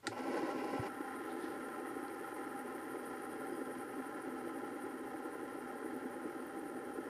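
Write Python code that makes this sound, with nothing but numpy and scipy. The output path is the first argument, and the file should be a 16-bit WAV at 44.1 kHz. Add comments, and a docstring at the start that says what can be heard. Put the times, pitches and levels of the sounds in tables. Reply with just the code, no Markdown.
"""A fidget spinner on a table

A three-armed spinner is flicked, rattles at first, then coasts at about eleven turns a second.
Tiny impacts in its ball bearing ring the toy (a whir) and the table top (a rumble). A rough spot on
the race, the track the balls roll in, swells the rumble once a turn. The cage that holds the balls
sizzles in time with its own slower turn."""
import sys
import numpy as np
from scipy import signal
from scipy.fft import rfft, irfft
from scipy.io import wavfile
from scipy.ndimage import uniform_filter1d, map_coordinates

SR = 44100
rng = np.random.default_rng(int(sys.argv[2]) if len(sys.argv) > 2 else 0)


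def digitize_waveform(pressure):
    """Quantize a signal to 16-bit integers and store it at the path in sys.argv[1].

    Rows of a 2-D input are taken as channels; values are limited to [-1, 1].
    """
    field = np.atleast_2d(pressure).T
    bounded = np.clip(field, -1, 1)
    quanta = np.round(bounded * 32767).astype(np.int16)
    wavfile.write(sys.argv[1], SR, quanta)


N = 312669
T = np.arange(N) / SR
START_TURNS_HZ, SLOWING_HZ_PER_S = 11.806, .325
LOST_HZ = SLOWING_HZ_PER_S * T  # turns a second lost to friction so far


# The tones the table top rings with: pitch_hz, width_hz, gain_db
TABLE_TONES = [(130.8, 27.5, -17.5), (178, 95, -31), (260.3, 31.6, 1.5), (326.6, 114.6, 0), (410, 73, -4),
               (470.6, 105, -5), (570, 77, -8.5), (637, 44, -16.5)]
# The tones of the coasting spinner's body: pitch_hz, width_hz, gain_db
BODY_TONES = [(790.3, 65.7, 0), (834.3, 86, -3.5), (1027.3, 91, -6), (1065, 50, -31), (1258, 40, -8),
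              (1360.6, 195, -4.5), (1599, 101, -10.5), (1729, 100, -11.5), (1840, 148, -11.5),
              (1993, 306, -16.5), (2204, 72, -19), (2402, 164, -24.5), (2743, 340, -26), (3106, 220, -25.5),
              (3324, 95, -26), (3970, 780, -35.5), (4760, 810, -36.5), (5510, 440, -36), (6460, 5000, -42)]
# Rough spots on the race: place_turns, width_turns, gain_db (scaled by throb_depth)
RACE_SPOTS = [(0.576, 0.046, 2), (0.36, 0.18, 1.2)]
# How the rumble slowly swells and sags: time_s, gain_db
RUMBLE_SWELL = [(.92, -2), (1.45, 1), (1.7, 0.2), (2.25, -0.5), (3.25, -1), (3.55, 0.5), (4.05, -0.8),
                (4.5, -0.5), (5.3, -0.5), (5.65, 0.7), (6.2, -0.2), (6.48, -1.5), (6.63, 0.5), (7.05, 0.2)]

def bearing(turns, rumble_db=-45, whir_db=-47.5):
    """Rolling balls drum the table and ring the body, more softly as the spin slows."""
    throb_depth = np.interp(T, [2.0, 3.1], [0.4, 1.78])  # the spots stand out as the spin steadies
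    throb = rough_spots(turns, RACE_SPOTS) ** throb_depth
    table_force = impacts(per_s=3200, scatter_db=2.23) * throb * gain(0.4 * wander(45))
    rumble = unit_rms(ring(table_force, TABLE_TONES)) * gain(np.interp(T, *np.transpose(RUMBLE_SWELL)))
    body_force = impacts(per_s=2400, scatter_db=2.4) * gain(0.34 * wander(60))
    whir = unit_rms(ring(body_force, BODY_TONES))
    return rumble * gain(rumble_db - 0.64 * LOST_HZ) + whir * gain(whir_db - 1.7 * LOST_HZ)


# The tones of the body while it rattles: pitch_hz, width_hz, gain_db
RATTLE_TONES = [(562, 170, -4), (800, 88, 0.5), (826, 62, -1.5), (1030, 126, -3.5), (1204, 53, -18),
                (1338, 69, -4.5), (1532, 170, -9.5), (1715, 92, -15), (1964, 230, -11.5), (2237, 74, -14.5),
                (2405, 110, -17), (2780, 390, -20.5), (3240, 500, -28), (3950, 580, -30), (4510, 330, -28),
                (5180, 1100, -29), (6600, 3500, -37)]
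# The wobble throws the balls about in spurts: peak_s, half_length_s, drum_gain_db, clatter_gain_db
SPURTS = [(.128, .008, -3, 5), (0.183, 0.019, 1.5, 4.5), (0.23, 0.017, 1.5, 2.5), (0.292, 0.021, 2.5, 2),
          (0.38, 0.015, 4, 5.5), (0.476, 0.029, 1.5, 3), (0.563, .015, 3, 1), (0.65, .012, 5, 1),
          (0.74, .02, 2.5, 0.5), (0.868, .012, -0.5, 2)]

def rattle():
    """The loose balls clatter in the wobbling toy and drum on the table, in spurts about once a turn."""
    judder = gain(wander(55.75))
    drum_spurts, clatter_spurts = gain(sum(np.outer(gains_db, bell(T - peak_s, half_s))
                                           for peak_s, half_s, *gains_db in SPURTS))
    drum = unit_rms(ring(impacts(per_s=3000, scatter_db=4.1) * judder, TABLE_TONES))
    clatter = unit_rms(ring(impacts(per_s=3500, scatter_db=2.6) * judder, RATTLE_TONES))
    clatter = waver(clatter * clatter_spurts, share=0.006, rate_hz=14)
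    return (drum * drum_spurts * surge(start_s=0.06, peak_db=-41, swell_db=15, ease_db=4.5)
            + clatter * surge(start_s=0.11, peak_db=-44, swell_db=6.5, ease_db=2))


def surge(start_s, peak_db, swell_db, ease_db, peak_s=0.33, ease_s=0.25):
    """The rattle's loudness: it sets in quickly, swells to a rounded peak, then eases a little."""
    swelling = np.sin(np.pi / 2 * ramp(start_s, peak_s - start_s))
    easing = 1 - np.exp(-np.maximum(T - peak_s, 0) / ease_s)
    return ramp(start_s, 0.012) * gain(peak_db - swell_db * (1 - swelling) - ease_db * easing)


# The tones of the steel cage and balls: pitch_hz, width_hz, gain_db, fall_db_per_lost_hz
CAGE_TONES = [(8400, 520, -5.5, 0.8), (9370, 1200, 0, 0.5), (9290, 380, -1.5, 0.5), (10400, 440, 0.5, 1),
              (10870, 2200, -3.5, 1), (12330, 2000, -6.5, 1.5), (13950, 900, -6.5, 0.7)]
# Where the cage rubs: place_cage_turns, width_cage_turns, gain_db (scaled by swish_depth)
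CAGE_SPOTS = [(.23, 0.085, 7), (.58, 0.078, 5.5), (.895, 0.074, 6)]
# Where the race catches the cage: place_turns, width_turns, gain_db
CAGE_CATCH = [(.55, .2, 1.1)]
# How loud the cage sizzles: time_s, level_db (before trim_db)
SIZZLE_LEVELS = [(.55, -67.5), (0.9, -64.5), (1.28, -64.5), (3.54, -63), (4.38, -65.5), (7.05, -65.5)]

def cage(turns, cage_turns_per_turn=.38053, trim_db=-0.97):
    """The cage swishes three times in each of its turns; its tones stray as the contact wanders."""
    swish_depth = np.interp(T, [1.2, 2.6], [0.55, 1.03])
    swish = rough_spots(cage_turns_per_turn * turns, CAGE_SPOTS) ** swish_depth
    swish *= rough_spots(turns, CAGE_CATCH)
    swish /= uniform_filter1d(swish, size=SR // 4)  # keeps the average strength steady
    force = impacts(per_s=9000, scatter_db=1.5) * gain(.3 * wander(30)) * swish
    sizzle = np.zeros(N)
    for hz, width, db, fall_db in CAGE_TONES:
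        flickering = force * gain(1.3 * wander(40) - fall_db * LOST_HZ)
        sizzle += waver(ring(flickering, [(hz, width, db)]), share=0.00495, rate_hz=12)
    level_db = np.interp(T, *np.transpose(SIZZLE_LEVELS)) + trim_db
    return ramp(0.026, 0.15) * unit_rms(sizzle) * gain(level_db)


# A fingernail hits an arm and bounces: start_s, strength_db
NAIL_HITS = [(.0697, -21.5), (0.0702, -25.5), (0.0718, -28), (0.0747, -30)]
# The tones of the flicked arm: pitch_hz, width_hz, gain_db
ARM_TONES = [(810, 350, -2), (1400, 220, 6), (1710, 380, 1), (1970, 300, 3.5), (2390, 210, 0.5),
             (3200, 1700, -9), (4470, 2000, -3), (7160, 2000, -8.5), (8400, 1800, -10), (9100, 800, -14),
             (11000, 1400, -19)]

def flick(scrape_s=.003, chatter_s=0.027):
    """The nail strikes, scrapes briefly and bounces; a faint tail of chatter follows."""
    force, t = np.zeros(N), T[:2048]
    for start_s, db in NAIL_HITS:
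        fade = .06 * np.exp(-t / scrape_s) + 0.019 * np.exp(-t / chatter_s)
        hit = rng.standard_normal(len(t)) * fade
        hit[0] = 1  # the strike itself
        add_at(force, start_s, gain(db) * hit)
    return ring(force, ARM_TONES) / np.abs(ping(ARM_TONES)).max()


def finger_push(table_db=-54, body_db=-52):
    """The finger pushes an arm round and sets the balls rolling softly, until the nail snaps off."""
    force = impacts(per_s=4000, scatter_db=2.8)
    table = unit_rms(ring(force, TABLE_TONES)) * gain(table_db)
    body = unit_rms(ring(force, RATTLE_TONES)) * gain(body_db)
    flick_s = NAIL_HITS[0][0]
    return (table + body) * ramp(.026, .02) * (1 - ramp(flick_s, 0.012))


# Soft knocks through the table: start_s, peak_db, pitch_hz, ring_s (time to fade by 60 dB)
KNOCKS = [(0.074, -39.5, 814, 0.06), (0.075, -33.5, 329, 0.048), (0.08, -49.5, 110.5, 0.3),
          (.428, -32.5, 336, 0.081), (0.579, -34.5, 289, 0.075), (0.725, -37, 260, 0.14),
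          (.752, -37, 305, 0.049), (0.792, -34.5, 119, 0.064), (0.856, -36.5, 257, 0.11),
          (1.004, -31, 322, 0.039), (1.436, -36, 310, 0.056), (2.026, -34, 320, 0.037),
          (3.52, -34.5, 345, 0.12), (3.615, -38.5, 350, 0.055), (4.277, -43, 328, 0.042),
          (4.835, -37.5, 360, 0.07), (6.054, -35.5, 266, 0.11), (6.253, -33.5, 305, 0.053),
          (6.567, -37, 315, 0.047), (6.656, -39, 314, 0.065)]

def knocks(attack_s=0.0021):
    """Soft pushes each swing the table top a few times, with little bass below their own pitch."""
    out, t = np.zeros(N), T[:SR // 2]
    for start_s, db, hz, ring_s in KNOCKS:
        thud = np.sin(2 * np.pi * hz * t) * (1 - np.exp(-t / attack_s)) * gain(-60 * t / ring_s)
        bass_cut = signal.butter(4, .62 * hz, "high", fs=SR, output="sos")
        thud = signal.sosfilt(bass_cut, thud)
        add_at(out, start_s, gain(db) * thud / np.abs(thud).max())
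    return out


# Sharp ticks in the bearing: start_s, peak_db (before trim_db), pitch_hz, width_hz
TICKS = [(0.3817, -48, 4800, 5000), (0.6453, -42.5, 4800, 2500), (2.082, -47, 4400, 1400),
         (2.146, -53, 5000, 1800), (5.5374, -51, 13900, 2200), (5.827, -38, 1370, 450),
         (5.964, -44, 14000, 3000), (6.1083, -50, 14000, 2400), (6.4672, -41, 14100, 3000)]

def ticks(trim_db=-2):
    """Now and then a ball snaps against the cage or the race, each time with its own ring."""
    out = np.zeros(N)
    for start_s, db, hz, width in TICKS:
        snap = ping([(hz, width, 0)])
        add_at(out, start_s, gain(db + trim_db) * snap / np.abs(snap).max())
    return out


# Three kinds of rub, each with: peak_s, rise_s, fall_s, level_db, pitch_hz, width_hz
SCUFFS = [(.6, 0.042, .05, -54.5, 2310, 1300), (1.29, 0.1, 0.1, -68.5, 3420, 1600),
          (1.46, 0.098, 0.13, -65.5, 3700, 3400)]  # light and raspy
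RACE_ZINGS = [(.3, .13, 0.23, -70.5, 9600, 450), (.42, .1, .12, -74, 11100, 300),
              (3.35, .4, .5, -79, 4930, 380)]  # the steel race sings briefly
CAGE_CHAFES = [(1.165, .015, .015, -62, 9800, 2200), (3.065, .012, 0.0068, -57, 10200, 1110),
               (3.223, .006, .008, -61, 10400, 1800), (3.787, .005, 0.014, -60, 10200, 2000),
               (4.219, .006, .012, -62, 10400, 2000), (4.83, 0.011, .02, -60, 9450, 1500),
               (5.86, .025, .035, -65, 9900, 1500), (6.59, .006, .01, -60.5, 9600, 1400),
               (6.941, .004, .018, -62.5, 9700, 1500)]  # the cage chafes in short bursts

def rubs(events, scatter_db, patchy_db):
    """Parts rub briefly: each rub swells and fades around its own pitch."""
    force = impacts(3000, scatter_db) * gain(patchy_db * wander(45))
    out = np.zeros(N)
    for peak_s, rise_s, fall_s, db, hz, width in events:
        swell = np.sqrt(ramp(peak_s - rise_s, rise_s) * (1 - ramp(peak_s, fall_s)))
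        out += unit_rms(ring(force, [(hz, width, 0)])) * gain(db) * swell
    return out


# The quiet room's noise, from bass to treble: pitch_hz, gain_db
ROOM_COLOUR = [(20, -32), (50, 0), (100, 3.5), (200, 4.5), (500, -5), (1500, -9.5), (4000, -16),
               (15000, -21.5)]

def room(level_db=-67):
    """The room adds a low hum and a faint hiss."""
    hz, db = np.transpose(ROOM_COLOUR)
    freq_hz = np.arange(N // 2 + 1) * SR / N
    colour = gain(np.interp(np.log(freq_hz + 1), np.log(hz), db))
    return unit_rms(irfft(rfft(rng.standard_normal(N)) * colour, N)) * gain(level_db)


def gain(db):
    """Turns decibels into a number to multiply by."""
    return 10 ** (np.asarray(db) / 20)


def unit_rms(sound):
    """Scales a sound so its average strength (rms) is 1."""
    return sound / np.sqrt(np.mean(sound ** 2))


def add_at(out, start_s, sound):
    """Mixes a short sound into a longer one."""
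    start = int(start_s * SR)
    out[start:start + len(sound)] += sound[:N - start]


def ramp(start_s, length_s):
    """Rises from 0 to 1 and stays there."""
    return np.clip((T - start_s) / length_s, 0, 1)


def bell(distance, width):
    """A smooth bump, 1 high at its middle."""
    return np.exp(-.5 * (distance / width) ** 2)


def rough_spots(turns, spots):
    """How much stronger the contact gets as rough spots come round."""
    return gain(sum(db * bell((turns - place + .5) % 1 - .5, width) for place, width, db in spots))


def wander(rate_hz):
    """Glides between random values, `rate_hz` of them a second, straying about 1 from zero."""
    return 1.2 * np.interp(T * rate_hz, np.arange(8192), rng.standard_normal(size=8192))


def waver(sound, share, rate_hz):
    """Lets all the pitches of a sound stray by a small share."""
    bent_time = T + share / rate_hz * wander(rate_hz)
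    return map_coordinates(sound, [bent_time * SR], order=5, mode="mirror")


def impacts(per_s, scatter_db):
    """A dense shower of tiny hits of uneven strength."""
    hits = rng.random(N) < per_s / SR
    strength = gain(scatter_db * np.clip(rng.standard_normal(N), -2, 2))
    return unit_rms(hits * rng.choice([-1, 1], N) * strength)


def ping(tones, steepness=3, length=4096):
    """How an object with these tones rings after one sharp tap."""
    freq_hz = np.arange(length + 1) * SR / (2 * length)
    power = sum(gain(db) ** 2 / (1 + (2 * (freq_hz - hz) / width) ** 2 * 2 / steepness) ** steepness
                for hz, width, db in tones)
    cepstrum = irfft(np.log(power) / 2)
    # folding puts all the ringing after the tap (minimum phase)
    fold = np.r_[1, np.full(length - 1, 2), 1, np.zeros(length - 1)]
    return irfft(np.exp(rfft(cepstrum * fold)))[:length]


def ring(force, tones):
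    """The sound of a force shaking an object with these tones."""
    return signal.fftconvolve(force, ping(tones))[:N]


def scene(rattle_end_s=0.867):
    """A flick, a rattle and a long coast, as friction slowly takes the speed."""
    turns = START_TURNS_HZ * T - SLOWING_HZ_PER_S * T ** 2 / 2
    settled = np.clip((T - rattle_end_s) / 0.044 + .5, 0, 1)  # 0 while rattling, 1 while coasting
    spinner = rattle() * np.sqrt(1 - settled ** 2) + bearing(turns) * settled + cage(turns) + ticks()
    friction = (rubs(SCUFFS, scatter_db=3, patchy_db=3.5)
                + rubs(RACE_ZINGS, scatter_db=5, patchy_db=3.5)
                + rubs(CAGE_CHAFES, scatter_db=1.5, patchy_db=1.2))
    return (finger_push() + flick() + spinner + knocks() + friction + room())[None]


def record(dry, top_hz=15100):
    """A phone close by cuts off the highest treble."""
    return signal.sosfilt(signal.ellip(8, .2, 70, top_hz, fs=SR, output="sos"), dry)


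dry = scene()
out = record(dry)
digitize_waveform(out)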